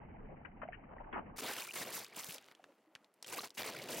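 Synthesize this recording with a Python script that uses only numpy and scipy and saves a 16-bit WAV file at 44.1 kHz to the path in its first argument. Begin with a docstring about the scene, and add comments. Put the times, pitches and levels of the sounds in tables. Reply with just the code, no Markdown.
"""Surf breaks over a small waterproof camera. At first the water is deep and muffled, as in slow motion:
rumble, gurgles, slaps on the case and a few large ringing bubbles. At about 1.4 s it opens into bright
surges of foam that churn against the housing, full of fizz and spray. In the lull from about 2.5 s,
single drops tick on the case over the distant wash. From about 3.3 s two more surges hit."""
import sys
import numpy as np
from scipy import signal
from scipy.io import wavfile
from scipy.ndimage import uniform_filter1d, minimum_filter1d

SR = 44100
rng = np.random.default_rng(int(sys.argv[2]) if len(sys.argv) > 2 else 0)


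def dump(signal):
    """Clip the signal to [-1, 1] and save it as 16-bit WAV at the path in sys.argv[1]."""
    limited = np.clip(np.atleast_2d(signal).T, -1, 1)
    pcm = np.round(limited * 32767).astype(np.int16)
    wavfile.write(sys.argv[1], SR, pcm)


N = 176400
T = np.arange(N) / SR
OPENS_S, OPENING_S = 1.375, 0.004  # when the muffle lifts, and how fast
CUTOFF_HZ = 16000

# The pushes of foam that make up the surges. Each row: start in seconds, length in seconds,
# body level in dB, spray level in dB, sag over its length in dB (negative swells).
SURGE_PUSHES = [(1.358, 0.016, -66, -68, -8), (1.379, 0.032, -44, -43, 6.5),
                (1.416, 0.098, -45.5, -52.5, -8), (1.513, 0.064, -47, -52, 5),
                (1.558, 0.046, -45, -48.5, -1), (1.611, 0.14, -50.5, -52.5, 11.5),
                (1.732, 0.016, -52.5, -48.5, 2), (1.754, 0.078, -42, -45, 4),
                (1.845, 0.075, -50.5, -56.5, -0.5), (1.921, 0.072, -49, -47, -2),
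                (1.995, 0.056, -47.5, -51.5, 11), (2.06, 0.093, -63.5, -78.5, -4),
                (2.155, 0.042, -50.5, -50.5, -1), (2.202, 0.15, -58, -55.5, -1.5),
                (2.344, 0.041, -57.5, -66.5, 5), (2.39, 0.13, -68.5, -79, 1.5),
                (3.259, 0.059, -56.5, -59, -2.5), (3.318, 0.021, -47, -49, -3.5),
                (3.349, 0.016, -51, -56, 0.5), (3.366, 0.028, -43, -46, 4),
                (3.409, 0.008, -54.5, -47.5, 1.5), (3.427, 0.037, -49, -54, 3.5),
                (3.54, 0.04, -72.5, -68, -8), (3.571, 0.046, -42, -48.5, -6),
                (3.616, 0.087, -46, -53.5, 1.5), (3.704, 0.2, -50.5, -61.5, 3.5),
                (3.883, 0.11, -49, -49.5, -2)]
# The weight of the surges. Each row: time in seconds, bass against the body level in dB.
SURGE_WEIGHT = [(1.38, -5.5), (1.43, -0.5), (1.5, -9.5), (1.69, -8.5), (1.77, -4.5), (1.87, -2),
                (1.97, -6.5), (3.44, -4), (3.59, -8), (3.75, 0.5)]
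# Water seals the microphone for an instant. Each row: centre in seconds, length in seconds, dip in dB.
MIC_SEALS = [(1.413, 0.0039, 29), (3.615, 0.0028, 65), (3.628, 0.0044, 54), (3.638, 0.0045, 30)]
# Faders of the muffled water. Each row: time in seconds, gurgle level in dB, rumble level in dB.
MUFFLED_LEVELS = [(0.0, -57.5, -52.5), (0.526, -61.5, -56.5), (1.36, -55.5, -53.5)]
# Muffled slaps on the case. Each row: start in seconds, length in seconds, level in dB,
# centre pitch in Hz, pan to the left in dB.
WATER_SLAPS = [(0.289, 0.049, -55.5, 486, 3), (0.448, 0.0092, -51, 1420, 8), (0.616, 0.022, -47, 1110, 6),
               (0.722, 0.029, -57.5, 1740, 14), (0.676, 0.0025, -61, 1680, -1.5),
               (0.909, 0.028, -52.5, 677, 4), (0.964, 0.0055, -51.5, 710, 2), (1, 0.015, -50.5, 690, 4),
               (1.126, 0.029, -44.5, 1296, 4), (1.13, 0.078, -48.5, 280, 0), (1.156, 0.037, -41, 880, 2.5)]
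# Large single bubbles. Each row: start in seconds, starting pitch in Hz, level in dB,
# cycles of that pitch to fade by 60 dB.
LARGE_BUBBLES = [(0.631, 585, -28, 13), (0.651, 626, -38, 31), (0.686, 686, -30, 23.4),
                 (.686, 2120, -44, 45), (0.73, 1740, -36, 45), (0.983, 1830, -43.5, 40),
                 (1.127, 3220, -55.5, 130), (1.163, 793, -26.5, 36), (1.621, 2400, -32.5, 44),
                 (1.675, 1320, -37.5, 24), (1.689, 2345, -38.5, 120), (1.709, 2680, -31.5, 33),
                 (2.285, 161, -36.5, 6.7), (2.595, 707, -46.5, 21), (2.687, 534, -55, 40),
                 (2.689, 298, -61, 57), (2.867, 310, -61, 59), (3.245, 3050, -41.5, 81),
                 (3.393, 3920, -17, 29), (3.386, 1120, -25.5, 30), (3.443, 820, -39, 16),
                 (3.578, 2740, -26, 28), (3.593, 3330, -33, 89)]
# Drops on the case. Each row: start in seconds, level in dB, centre pitch in Hz.
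CASE_DROPS = [(1.759, -47, 1500), (2.065, -42.5, 3500), (2.244, -32, 10300), (2.382, -38.5, 2530),
              (2.485, -45.5, 1660), (2.514, -46.5, 1630), (2.522, -49.5, 1180), (2.55, -49, 3370),
              (2.641, -45, 1540), (2.952, -37, 2250), (2.9591, -42.5, 1740), (3.045, -52, 3600),
              (3.14, -58, 10000), (3.2261, -34.5, 5200), (3.245, -37, 3100), (3.406, -33, 1200),
              (3.434, -44, 1490), (3.4448, -38, 4800), (3.473, -44, 4260), (3.5046, -40, 4700)]
# Fader of the distant wash. Each row: time in seconds, level in dB.
WASH_LEVELS = [(2.5, -72), (2.70, -70), (2.85, -75.5), (3.04, -73), (3.12, -78.5), (3.22, -73)]
# Tone curves of the four noise beds. Each row: frequency in Hz, relative noise density in dB.
FOAM_TONE = [(70, -29), (120, -8), (500, -1.5), (800, -5.5), (1600, -2.5), (2300, 1.5), (3300, -4.5),
             (8000, -3), (15000, -5)]
RUMBLE_TONE = [(32, -2.5), (95, -8), (200, -8.5)]
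GURGLE_TONE = [(250, -4), (400, -5.5), (800, -2.5), (1200, -13), (1900, -12), (3000, -34.5)]
WASH_TONE = [(25, -15), (60, -49), (200, -1.5), (450, 1.5), (1200, -6), (2300, -13.5), (3400, -21),
             (15000, -27.5)]
# Stereo image while muffled and once open. Each row: frequency in Hz, left-right likeness
# (1 is mono, 0 is wide).
MUFFLED_IMAGE = [(160, 1), (550, 0.046), (1600, 0.034)]
OPEN_IMAGE = [(4400, 1), (8000, 0.087)]


def foam():
    """Surges churn on the case: low buffeting, a fizzing body, crackling spray and snapping droplets."""
    body_gain, spray_gain = surge_gains()
    bass_gain = body_gain * from_db(in_time(SURGE_WEIGHT)[0])
    spatter = drift(126)  # one fast flutter shared by body and hiss
    buffet = rush(FOAM_TONE, OPEN_IMAGE, (75, 700), flicker_db=2, flicker_rate=33, bands=6)
    body = rush(FOAM_TONE, OPEN_IMAGE, (700, 5000), flicker_db=4, flicker_rate=57, bands=8)
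    body *= unit_rms(from_db(1.68 * spatter))
    hiss = rush(FOAM_TONE, OPEN_IMAGE, (5000, 17000), flicker_db=3, flicker_rate=60, bands=6)
    hiss *= unit_rms(from_db(4 * spatter))
    fizz = swarm(per_s=900, span_hz=(750, 5000), cycles=24, spread_db=4, width_db=1, pitches=27)
    spray = swarm(per_s=810, span_hz=(4800, 14700), cycles=6.1, spread_db=2.5, width_db=3.5, pitches=13)
    snaps = swarm(per_s=60, span_hz=(2500, 11000), cycles=5, spread_db=2, width_db=2, pitches=8)
    mids = body_gain * (from_db(-1.5) * body + from_db(-5.5) * fizz.mean(axis=0))
    highs = spray_gain * (from_db(2) * hiss + from_db(-4) * spray)
    snap_gain = spray_gain ** 0.76 * from_db(-13)  # snaps swing less than the spray
    return bass_gain * buffet + mids + highs + snap_gain * snaps


def surge_gains():
    """Envelopes of body and spray: each push of foam hits, sags or swells, and drains away."""
    power = 0
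    for start, length, body_db, spray_db, sag_db in SURGE_PUSHES:
        age = T - start
        shape = envelope(age, length, attack_s=0.0077, release_s=0.01)
        sag = from_db(-sag_db * np.clip(age / length, 0, 1))
        power += (from_db([[body_db], [spray_db]]) * shape * sag) ** 2
    return np.sqrt(power)


def muffled_water():
    """Deep rumble, gurgles and slaps with the treble shut off, gone once the sound opens."""
    gurgle_db, rumble_db = in_time(MUFFLED_LEVELS)
    rumble = rush(RUMBLE_TONE, MUFFLED_IMAGE, (18, 250), flicker_db=3, flicker_rate=8.3, bands=6)
    flow = rush(GURGLE_TONE, MUFFLED_IMAGE, (250, 3300), flicker_db=4.5, flicker_rate=29, bands=8)
    gurgles = swarm(per_s=170, span_hz=(203, 1900), cycles=18, spread_db=0.5, width_db=11.5, pitches=21)
    water = from_db(rumble_db) * rumble + from_db(gurgle_db) * (flow + from_db(-5.5) * gurgles) + slaps()
    muffle = signal.ellip(8, .5, 70, 3050, fs=SR, output="sos")
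    fade_out = np.clip((OPENS_S - T) / OPENING_S + 1, 0, 1)
    return signal.sosfilt(muffle, water) * fade_out


def slaps():
    """Sheets of water hit the case: short, fluttering noise bursts around one pitch each."""
    out = np.zeros((2, N))
    half_band = 2 ** 0.57  # 0.57 octaves either side
    for start, length, db, hz, pan_db in WATER_SLAPS:
        noise = unit_rms(band_pass(rng.standard_normal((3, N)), hz / half_band, hz * half_band))
        stereo = noise[:2] + 0.5 * noise[2]
        shape = envelope(T - start, length, attack_s=0.0017, release_s=0.009)
        out += stereo * shape * from_db(db) * from_db([[pan_db / 2], [-pan_db / 2]])
    return out * unit_rms(from_db(2 * drift(130)))


def bubbles():
    """Large air pockets ring and rise in pitch as they die away."""
    out = np.zeros(N)
    rise, attack_share = 0.18, 0.015  # pitch rises 18 % over a 60 dB fade
    for start, hz, db, cycles in LARGE_BUBBLES:
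        turns = np.maximum(T - start, 0) * hz
        life = np.minimum(turns / cycles, 2)
        tone = np.sin(2 * np.pi * turns * (1 + rise * life / 2))
        attack = 1 - np.exp(-(turns / (1 + attack_share * cycles)) ** 2)
        out += tone * from_db(db - 60 * life) * attack * (life < 2)
    return out


def drops():
    """Each drop bursts on the case in a brief splat with a wet tail, coloured by a pitch of its own."""
    out = np.zeros((2, N + SR))
    splat_s, tail_s, splat_octaves, top_octaves = 0.0014, 0.0084, 3.9, 1.08
    age = T[:SR // 20]
    shape = np.exp(-age / splat_s) + from_db(-15) * np.exp(-age / tail_s)
    for start, db, hz in CASE_DROPS:
        burst = shape * (rng.standard_normal(len(age)) + 0.16 * rng.standard_normal((2, len(age))))
        edges = [hz / 2 ** splat_octaves, min(hz * 2 ** splat_octaves, CUTOFF_HZ)]
        splat = signal.lfilter(*signal.butter(1, edges, "band", fs=SR), burst)
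        ping = signal.lfilter(*signal.iirpeak(hz, Q=3.4, fs=SR), burst)
        soften = signal.butter(2, min(hz * 2 ** top_octaves, CUTOFF_HZ), fs=SR)
        tick = signal.lfilter(*soften, ping + from_db(-4) * splat)
        at = int(start * SR)
        out[:, at:at + len(age)] += from_db(db) * tick / np.abs(tick).max()
    return out[:, :N]


def distant_wash():
    """The surrounding surf with faintly popping foam, heard once the sound has opened."""
    level_db, = in_time(WASH_LEVELS)
    wash = rush(WASH_TONE, OPEN_IMAGE, (25, 16000), flicker_db=2, flicker_rate=25, bands=16)
    plops = swarm(per_s=180, span_hz=(280, 830), cycles=15, spread_db=5, width_db=2.5, pitches=11)
    pops = swarm(per_s=400, span_hz=(1900, 2800), cycles=9, spread_db=3, width_db=3, pitches=7)
    fade_in = np.clip((T - OPENS_S) / OPENING_S, 0, 1)
    return from_db(level_db) * (wash + from_db(-7.5) * plops + from_db(-11.5) * pops) * fade_in


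def rush(tone, image, span_hz, flicker_db, flicker_rate, bands):
    """Turbulent water: stereo noise in bands that each flicker on their own, at unit power."""
    out = 0
    edges = np.geomspace(*span_hz, bands + 1)
    white = rng.standard_normal((2, 2, N))
    for k, (low, high) in enumerate(zip(edges, edges[1:])):
        mid, side = band_pass(white[k % 2], low, high)  # neighbouring bands get different noise
        hz = np.sqrt(low * high)
        likeness = at_hz(image, hz)
        gain = from_db(at_hz(tone, hz) + flicker_db * drift(flicker_rate))
        out += gain * (np.sqrt(1 + likeness) * mid + np.sqrt(1 - likeness) * side * [[1], [-1]])
    return unit_rms(out)


def swarm(per_s, span_hz, cycles, spread_db, width_db, pitches):
    """Many small bubbles ping at random times, sizes, pitches and pans, at unit power."""
    birth_draw, size_draw, sign_draw = rng.random((N, 3)).T
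    at = np.flatnonzero(birth_draw < per_s / SR)
    size = from_db(spread_db * np.minimum(-np.log(size_draw[at]), 3.5)) * np.sign(sign_draw[at] - .5)
    pitch_index = rng.integers(0, pitches, N)[at]
    pan_db = width_db * rng.standard_normal(N)[at]
    out = 0
    for k, hz in enumerate(np.geomspace(*span_hz, pitches)):
        clicks = np.zeros((2, N))
        clicks[:, at] = size * (pitch_index == k) * from_db([pan_db / 2, -pan_db / 2])
        # the slope of the ring snaps on sharply; the divisor keeps all pitches equally strong
        out += np.diff(ring(clicks, hz, cycles / hz), prepend=0) / np.sin(np.pi * hz / SR)
    return unit_rms(out)


def ring(clicks, hz, t60):
    """Each click sets a sine ringing that fades by 60 dB in t60 seconds."""
    decay, step = np.exp(-np.log(1000) / (t60 * SR)), 2 * np.pi * hz / SR
    return signal.lfilter([0, np.sin(step)], [1, -2 * decay * np.cos(step), decay ** 2], clicks + 1e-18)


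def drift(rate):
    """A smooth random wobble of unit power, rolling off above rate in Hz."""
    hop, run_in = 8, 4000
    pole = np.exp(-2 * np.pi * hop * rate / SR)
    noise = rng.standard_normal(N // hop + run_in + 2)
    slow = signal.lfilter([1], [1, -2 * pole, pole ** 2], noise)[run_in:]
    return np.interp(np.arange(N) / hop, np.arange(len(slow)), unit_rms(slow))


def envelope(age, length, attack_s, release_s):
    """Ramp up, hold until length, then die away."""
    return np.clip(age / attack_s, 0, 1) * np.exp(-np.maximum(age - length, 0) / release_s)


def band_pass(x, low_hz, high_hz):
    """Keep one band, with gentle slopes."""
    return signal.sosfilt(signal.butter(2, [low_hz, high_hz], "band", fs=SR, output="sos"), x)


def in_time(rows):
    """Each fader of a table at every sample."""
    times, *columns = np.transpose(rows)
    return [np.interp(T, times, column) for column in columns]


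def at_hz(curve, hz):
    """Read a curve on a log frequency axis."""
    frequencies, values = np.transpose(curve)
    return np.interp(np.log(hz), np.log(frequencies), values)


def from_db(db):
    """Decibels to gain."""
    return 10 ** (np.asarray(db) / 20)


def unit_rms(x):
    """Scale to unit power."""
    return x / np.sqrt(np.mean(x ** 2) + 1e-20)


def scene():
    """The mix; foam and drops lose their deep bass and duck when water seals the microphone."""
    duck_db = sum(depth * np.exp(-(2 * (T - centre) / length) ** 4) for centre, length, depth in MIC_SEALS)
    low_cut = signal.butter(3, 86, "high", fs=SR, output="sos")
    splashes = signal.sosfilt(low_cut, (foam() + drops()) * from_db(-duck_db))
    return muffled_water() + splashes + bubbles() + distant_wash()


def record(dry):
    """A fast limiter holds the peaks, then the very top is cut."""
    ceiling, window = 0.025, int(0.002 * SR)
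    needed_gain = ceiling / np.maximum(np.abs(dry).max(axis=0), ceiling)
    gain = uniform_filter1d(minimum_filter1d(needed_gain, window), window)
    return signal.sosfilt(signal.ellip(10, .2, 80, CUTOFF_HZ, fs=SR, output="sos"), dry * gain)


dry = scene()
out = record(dry)
dump(out)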